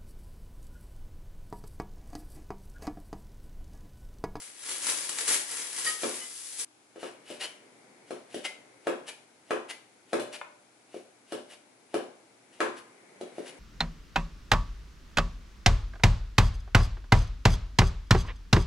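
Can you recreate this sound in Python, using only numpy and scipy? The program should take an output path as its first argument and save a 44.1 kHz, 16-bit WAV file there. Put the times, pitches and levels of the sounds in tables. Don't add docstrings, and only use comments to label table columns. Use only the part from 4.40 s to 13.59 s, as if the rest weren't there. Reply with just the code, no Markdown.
import sys
import numpy as np
from scipy import signal
from scipy.fft import rfft, irfft, next_fast_len
from scipy.io import wavfile
from scipy.ndimage import uniform_filter1d

SR = 44100
rng = np.random.default_rng(int(sys.argv[2]) if len(sys.argv) > 2 else 0)


def output_pcm(signal):
    pcm = np.clip(np.atleast_2d(signal).T, -1, 1) * 32767
    wavfile.write(sys.argv[1], SR, np.round(pcm).astype(np.int16))


N = 405260
T = np.arange(N) / SR
TAIL = T[:SR // 2]
EDIT_S, TOP_HZ = 2.249, 11170

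# time in seconds, force in dB,
# cushioning by meat 0-1, weight on the edge 0-1, hiss of slicing in dB.
BLOWS = [(1.631, -29, 0.3, 0.87, -70), (2.557, -46, .55, 0.2, -75), (2.628, -35, 0.37, 0, -48.5),
         (2.9, -42, .65, 1, -48), (3.705, -34.5, 0.54, 0.44, -57.5), (3.942, -36, 0.88, 0.89, -50),
         (4.468, -24.5, 0.36, 0.07, -57.5), (5.105, -25.5, .2, 0, -57.5), (5.729, -24.5, 0.36, 0.43, -55),
         (5.795, -35.5, .7, 0.99, -74), (6.541, -40, 0.8, 0.14, -57.5), (6.92, -33.5, 0.48, 0.79, -55),
         (7.54, -25.5, 0.48, 0.33, -59), (8.202, -25, .02, 0.31, -59.5), (8.809, -37, 0.88, 0.52, -69),
         (8.98, -35.5, 1, 0, -57)]
# frequency in Hz, level in dB, T60 in seconds.
BOARD_MODES = [(332.6, -1, 0.38), (360, 1, 0.43), (366, 4, 0.19), (430, 5, 0.32), (432, -30, 0.094),
               (517.4, 3.5, 0.28), (558.8, 2.5, 0.21), (591, -11, 0.47), (714, -31, 0.15)]
# frequency in Hz, level in dB, T60 in seconds.
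BOARD_TOP_MODES = [(901, -6, 0.46), (1040, -5.5, 0.63), (1257, -14, 0.47), (1237, -8.5, 0.64),
                   (1316, 0.5, 0.3), (1598, -14.5, 0.49), (1673, -6.5, 0.22), (1900, -15, 0.12),
                   (2280, -7, 0.14)]
# frequency in Hz, level in dB, T60 in seconds.
COUNTER_MODES = [(122.6, -14.5, 0.81), (150, -13, 0.71), (183, -30, 0.18), (224.8, 3.5, 0.3),
                 (242, 7, 0.54), (280, 1, 0.57)]
# frequency in Hz, relative level in dB.
CLACK_COLOUR = [(300, -26), (650, -10), (1050, 1), (1350, 0.5), (1700, 1.5), (2100, -8), (2500, -6.5),
                (3200, -11.5), (4500, -21.5), (9000, -28)]
# frequency in Hz, relative level in dB.
CRUNCH_COLOUR = [(400, -22.5), (1500, 7.5), (3000, 10.5), (4500, 4), (7000, 0), (11000, 3.5)]
# peak in seconds, level in dB, length in seconds,
# pitch of the steel in Hz.
DRAGS = [(2.92, -71, 0.032, 2780), (3.015, -37, 0.025, 2830), (3.043, -35.5, 0.038, 3050),
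         (4.057, -33, 0.025, 2063), (4.689, -38.5, 0.034, 2384), (5.306, -37, 0.027, 2024),
         (5.947, -39.5, 0.039, 2400), (7.124, -48.5, 0.054, 2260), (8.141, -58.5, 0.043, 2320),
         (8.383, -49, .04, 2300), (9.084, -45.5, .05, 2310)]
# frequency in Hz, relative level in dB.
DRAG_COLOUR = [(60, -48), (200, -9), (600, 4), (1200, 0), (1900, 4), (2500, 5.5), (2900, 8), (3400, 2),
               (4500, 0.5), (7000, -3.5), (11000, -0.5)]
# ratio to the pitch of the steel, level in dB, T60 in seconds.
BLADE_MODES = [(1.001, -2, 0.26), (1.012, -19, 0.66), (1.049, -7, 0.23), (1.376, 1, 0.082),
               (1.439, -0.5, 0.067), (1.59, -5, 0.12), (2.44, -12, 0.13), (3.35, -29, .1)]
# frequency in Hz, level in dB, T60 in seconds.
TAP_MODES = [(587, 0, 0.032), (806, -4, .03), (987, 5.5, 0.025), (1230, -2, 0.023), (1460, 2.5, 0.023),
             (1770, -2, .02), (2140, -1, 0.027), (2460, 1.5, 0.02), (3560, -8, .015)]
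# time in seconds, crackle level in dB before FILM_GAIN_DB.
FILM_EFFORT = [(0.0, -42.5), (0.14, -55), (0.31, -34.5), (0.39, -41), (0.5, -27), (0.54, -38),
               (0.76, -40.5), (0.79, -37.5), (0.84, -38.5), (0.91, -25), (1.06, -46.5), (1.12, -35.5),
               (1.31, -41.5), (1.4, -36), (1.44, -38.5), (1.46, -29), (1.58, -45), (1.64, -35.5),
               (1.83, -44.5), (2.16, -42.5), (2.21, -31), (2.25, -44)]
# frequency in Hz, relative level in dB.
FILM_COLOUR = [(50, -32), (110, -25.5), (190, -17), (250, -14.5), (350, -5.5), (550, -8.5), (900, -7.5),
               (1300, -7.5), (2000, -3), (3000, -4.5), (4500, -4.5), (7000, -1.5), (11000, 2.5)]
# time in seconds, level in dB.
SNAPS = [(0.44, -37), (0.468, -25.5), (0.497, -30), (0.572, -27.5), (0.692, -26), (0.785, -24.5),
         (0.808, -26), (0.879, -21), (0.89, -23.5), (0.941, -22), (1.111, -36), (1.217, -32.5),
         (1.385, -26.5), (1.755, -34.5)]
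# time in seconds, level in dB, build-up time in seconds.
PLUCKS = [(1.462, 2.5, 0.0094), (1.813, -13.5, 0.0024)]
# frequency in Hz, level in dB, T60 in seconds.
RIM_MODES = [(1263, -11, 0.35), (1878, 2.5, 0.18), (1884, -14.5, 0.54), (3060, -10, 0.21),
             (3900, -20, 0.29), (4640, -7, 0.15), (4760, -5, 0.11)]
# frequency in Hz, level in dB, T60 in seconds.
DISH_MODES = [(1230, -4, 0.21), (2030, 0.5, 0.39), (2990, 4.5, 0.18), (4075, -13, 0.33), (5130, -4, 0.18)]
# frequency in Hz, relative level in dB.
AIR_COLOUR = [(40, -60), (85, -13.5), (125, -5.5), (160, -21), (240, 0), (330, 1.5), (480, -12), (780, -2),
              (1100, -10), (1500, -6), (1900, -16), (2400, -9), (3000, -12.5), (11000, -13.5)]
# time in seconds, level in dB.
RUSH_LEVEL = [(2.3, -72.5), (2.8, -59), (4.3, -59), (4.9, -64.5), (6.3, -65.5), (8.0, -63.5), (8.55, -58.5),
              (9.19, -53)]
# frequency in Hz, relative level in dB.
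RUSH_COLOUR = [(70, -34.5), (130, -3.5), (250, 5), (400, 6.5), (500, 5), (620, 3), (900, -0.5), (1200, -6),
               (1900, -3), (2250, 1), (2700, -14), (8000, -16.5)]
# frequency in Hz, T60 in seconds.
ROOM_T60 = [(100, 0.48), (400, 0.54), (1500, 0.44), (4000, 0.42), (11000, 0.33)]
# frequency in Hz, left minus right in dB.
LEFT_LEAD = [(100, 0.1), (350, 0.7), (620, 1.6), (1200, 2.5), (3600, 3), (10000, 5)]

CLACK_DB, CUSHION_DB = 29, -20.5
# (dB with no weight on the edge, dB added by full weight)
BOOM_DB, CRUNCH_DB, QUIVER_DB = (9, 12), (-17.5, 14), (-10.5, 36.5)
SLICE_LATE_S, SLICE_RISE_S, SLICE_FALL_S = 0.015, 0.05, 0.066
DRAG_RISE_SHARE = 0.51
SING_EARLY_S, SING_DB, SING_REFERENCE_DB, SING_SLOPE = 0.0079, -10, -35.5, 2.3
FILM_GAIN_DB, FILM_LEAD_S = 1.5, 0.0046
SNAP_RISE_S, SNAP_FALL_S = 0.00088, 0.0078
WAD_DB, WAD_S, WADDING_S = -6, 1.84, 0.13


def amp(db):
    return 10 ** (np.asarray(db) / 20)


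def along(points, hz):
    point_hz, value = np.transpose(points)
    return np.interp(np.log(hz + 1), np.log(point_hz), value)


def unit(x):
    return x / np.sqrt(np.mean(x ** 2))


def through(x, response):
    return signal.fftconvolve(np.atleast_2d(x), np.atleast_2d(response), axes=1)[:, :N]


def butter(x, order, hz, kind):
    return signal.sosfilt(signal.butter(order, hz, kind, fs=SR, output="sos"), x)


def top_cut(x):
    return signal.sosfilt(signal.ellip(12, .1, 80, TOP_HZ, fs=SR, output="sos"), x)


def colour(points, size=4096):
    level_db = along(points, np.fft.rfftfreq(size, 1 / SR))
    cepstrum = irfft(np.log(amp(level_db)))
    cepstrum[1:size // 2] *= 2
    cepstrum[size // 2 + 1:] = 0
    response = top_cut(irfft(np.exp(rfft(cepstrum))))
    return response / np.linalg.norm(response)


def ring(modes, spread_rad, build_s):
    out = 0
    sides = np.array([[1], [-1]])
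    for k, (hz, db, t60_s) in enumerate(modes):
        phase = rng.uniform(0, 2 * np.pi) + spread_rad * (-1) ** k * sides
        decay = np.exp(-np.log(1000) * TAIL / t60_s)
        out = out + amp(db) * np.sin(2 * np.pi * hz * TAIL + phase) * decay
    out = out * (1 - np.exp(-TAIL / build_s))
    return out / np.linalg.norm(out[0])


def diffuse(size, apart_hz=600):
    mid, side = rfft(rng.standard_normal((2, size)))
    hz = np.fft.rfftfreq(size, 1 / SR)
    angle = np.pi / 4 * (hz + 100) / np.hypot(hz + 100, apart_hz)
    return irfft(mid * np.cos(angle) + side * np.sin(angle) * np.array([[1], [-1]]), size)


def kitchen(x, wet_db, wall_s=0.0099, wall_db=3, wall_width_s=0.00067):
    hz, s, field = signal.stft(diffuse(len(TAIL)), SR, nperseg=256)
    field = field * np.exp(-np.log(1000) * s / along(ROOM_T60, hz)[:, None])
    tail = signal.istft(field, SR)[1][:, :len(TAIL)]
    onset = 1 - np.exp(-TAIL / 0.00022)
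    wall = amp(wall_db * np.exp(-((TAIL - wall_s) / wall_width_s) ** 2))
    tail = tail * onset * wall
    reflected = through(x, tail / np.linalg.norm(tail[0]))
    return (x + amp(wet_db) * reflected) / np.hypot(1, amp(wet_db))


def crackle(per_s, scatter_db):
    sizes = amp(scatter_db * np.minimum(rng.exponential(size=N), 4))
    hits = rng.random(N) < per_s / SR
    return unit(hits * sizes * rng.choice([-1, 1], N))


def swell(s, rise_s, fall_s):
    out = np.zeros(N)
    near = slice(max(int(s * SR) - SR // 4, 0), int(s * SR) + SR // 4)
    t = T[near] - s
    out[near] = np.exp(-(np.abs(t) / np.where(t < 0, rise_s, fall_s)) ** 2.07)
    return out


def add(out, s, sound):
    start = int(s * SR)
    out[:, start:start + sound.shape[-1]] += sound[..., :N - start]


def struck(modes, damping, spot_db=0.5):
    return [(hz, db + spot_db * rng.standard_normal(), t60_s / damping) for hz, db, t60_s in modes]


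def weighted(rule_db, weight):
    return rule_db[0] + rule_db[1] * weight


def push(width_s):
    u = TAIL / width_s - 5
    return (1 - u ** 2) * np.exp(-u ** 2 / 2)


def squeeze(size=SR // 10):
    patter = unit(butter(rng.standard_normal(size), 3, [300, 900], "bandpass"))
    return patter * np.exp(-TAIL[:size] / 0.0056)[::-1]


def blows(contact_s=0.00041, land_s=.003, meat_damping=0.93, meat_softening=0.26, squeeze_db=-13,
          slap_db=10.5, meat_slap_db=4, board_db=29, top_db=-5.0, tick_db=25):
    ringing, slaps, edge, fibres = np.zeros((2, N)), np.zeros((1, N)), np.zeros((1, N)), 0
    clack, tick = colour(CLACK_COLOUR), colour(CRUNCH_COLOUR)
    for blow_s, force_db, cushion, weight, _ in BLOWS:
        s = blow_s + land_s
        clack_db = force_db + CLACK_DB + CUSHION_DB * cushion
        damping = 1 + meat_damping * cushion
        width_s = contact_s * (1 + meat_softening * cushion)
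        boom_db = force_db + weighted(BOOM_DB, weight)
        crunch_db = force_db + weighted(CRUNCH_DB, weight)

        add(slaps, s - 4 * width_s, amp(force_db + slap_db + meat_slap_db * cushion) * push(width_s))
        add(slaps, s - .1, amp(force_db + squeeze_db) * squeeze())
        add(edge, s, amp(clack_db) * clack + amp(crunch_db + tick_db) * tick)
        fibres = fibres + amp(crunch_db) * swell(s, 0.003, 0.0042)

        counter = ring(struck(COUNTER_MODES, damping), spread_rad=0.32, build_s=0.006)
        board = ring(struck(BOARD_MODES, damping), spread_rad=0.54, build_s=0.012)
        board_top = ring(struck(BOARD_TOP_MODES, damping), spread_rad=0.74, build_s=0.0012)
        add(ringing, s, amp(boom_db) * counter)
        add(ringing, s, amp(force_db + board_db) * board)
        add(ringing, s, amp(clack_db + top_db) * board_top)
    crunch = amp(3.0) * through(fibres * crackle(per_s=5000, scatter_db=3.5), tick)
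    slaps = butter(slaps, 1, 140, "highpass")
    slaps = kitchen(slaps, wet_db=0.5, wall_s=0.0218, wall_db=9.5, wall_width_s=0.0019)
    return ringing + slaps + kitchen(edge + crunch, wet_db=7.0)


def drags():
    slicing = sum(amp(db) * swell(s + SLICE_LATE_S, SLICE_RISE_S, SLICE_FALL_S) for s, *_, db in BLOWS)
    scraping = 0
    for s, db, length_s, _ in DRAGS:
        rise_s, fall_s = DRAG_RISE_SHARE * length_s, (1 - DRAG_RISE_SHARE) * length_s
        scraping = scraping + amp(db) * swell(s, rise_s, fall_s)
    ticks = (slicing + scraping) * crackle(per_s=7000, scatter_db=3.5)
    return kitchen(through(ticks, colour(DRAG_COLOUR)), wet_db=-4)


def steel(bend_hz=598, bend_t60_s=0.87):
    out = np.zeros((2, N))
    for s, force_db, _, weight, _ in BLOWS:
        if s > EDIT_S:
            bend = ring([(bend_hz, 0, bend_t60_s)], spread_rad=0.67, build_s=0.005)
            add(out, s, amp(force_db + weighted(QUIVER_DB, weight)) * bend)
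    for s, db, _, pitch_hz in DRAGS:
        modes = [(pitch_hz * ratio, mode_db, t60_s) for ratio, mode_db, t60_s in BLADE_MODES]
        sing_db = SING_DB + SING_SLOPE * (db - SING_REFERENCE_DB)
        add(out, s - SING_EARLY_S, amp(sing_db) * ring(modes, spread_rad=0.39, build_s=0.0036))
    return out


def tap(s=6.0135, db=-8):
    out = np.zeros((2, N))
    add(out, s, amp(db) * ring(TAP_MODES, spread_rad=.3, build_s=0.00031))
    return kitchen(out, wet_db=-3)


def film(clump_db=2.5):
    effort = amp(np.interp(T + FILM_LEAD_S, *np.transpose(FILM_EFFORT)) + FILM_GAIN_DB)
    snaps = sum(amp(db) * swell(s, SNAP_RISE_S, SNAP_FALL_S) for s, db in SNAPS)
    creases = 0
    for lag in (-2, 0, 1):
        clumps = amp(clump_db * unit(uniform_filter1d(rng.standard_normal(N), size=200)))
        small = effort * clumps * crackle(per_s=750, scatter_db=2.0)
        part = small + snaps * crackle(per_s=4000, scatter_db=1.0)
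        creases = creases + np.array([part, np.roll(part, lag)]) / np.sqrt(3)
    sheet = through(creases, colour(FILM_COLOUR))
    body = signal.sosfiltfilt(signal.butter(2, 3200, fs=SR, output="sos"), sheet)
    wadded = np.clip((T - WAD_S) / WADDING_S + .5, 0, 1)
    return kitchen(sheet + body * (amp(WAD_DB * wadded) - 1), wet_db=1.0)


def bowl():
    out = np.zeros((2, N))
    for (s, db, build_s), modes in zip(PLUCKS, (RIM_MODES, DISH_MODES)):
        add(out, s, amp(db) * ring(modes, spread_rad=0.44, build_s=build_s))
    return out


def background(air_db=-63.5, hum_hz=121, hum_db=-83):
    air = amp(air_db) * through(diffuse(N, apart_hz=600), colour(AIR_COLOUR))
    rush_gain = amp(np.interp(T, *np.transpose(RUSH_LEVEL)))
    rush = rush_gain * through(diffuse(N, apart_hz=685), colour(RUSH_COLOUR))
    hum = amp(hum_db) * unit(np.sin(2 * np.pi * hum_hz * T))
    return air + rush + hum


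def scene():
    before_edit = np.clip((EDIT_S - T) / .002, 0, 1)
    knife = blows() + drags() + steel() + tap()
    unwrapping = (film() + bowl()) * before_edit
    return knife + unwrapping + background()


def record(dry, rumble_hz=60, left_late_s=.00002):
    size = next_fast_len(N + 4096)
    hz = np.fft.rfftfreq(size, 1 / SR)
    lead_db = along(LEFT_LEAD, hz)
    left = amp(lead_db / 2) * np.exp(-2j * np.pi * hz * left_late_s)
    right = amp(-lead_db / 2)
    picked_up = irfft(rfft(dry, size) * np.array([left, right]), size)[:, :N]
    return top_cut(butter(picked_up, 2, rumble_hz, "highpass"))


dry = scene()
out = record(dry)
output_pcm(out)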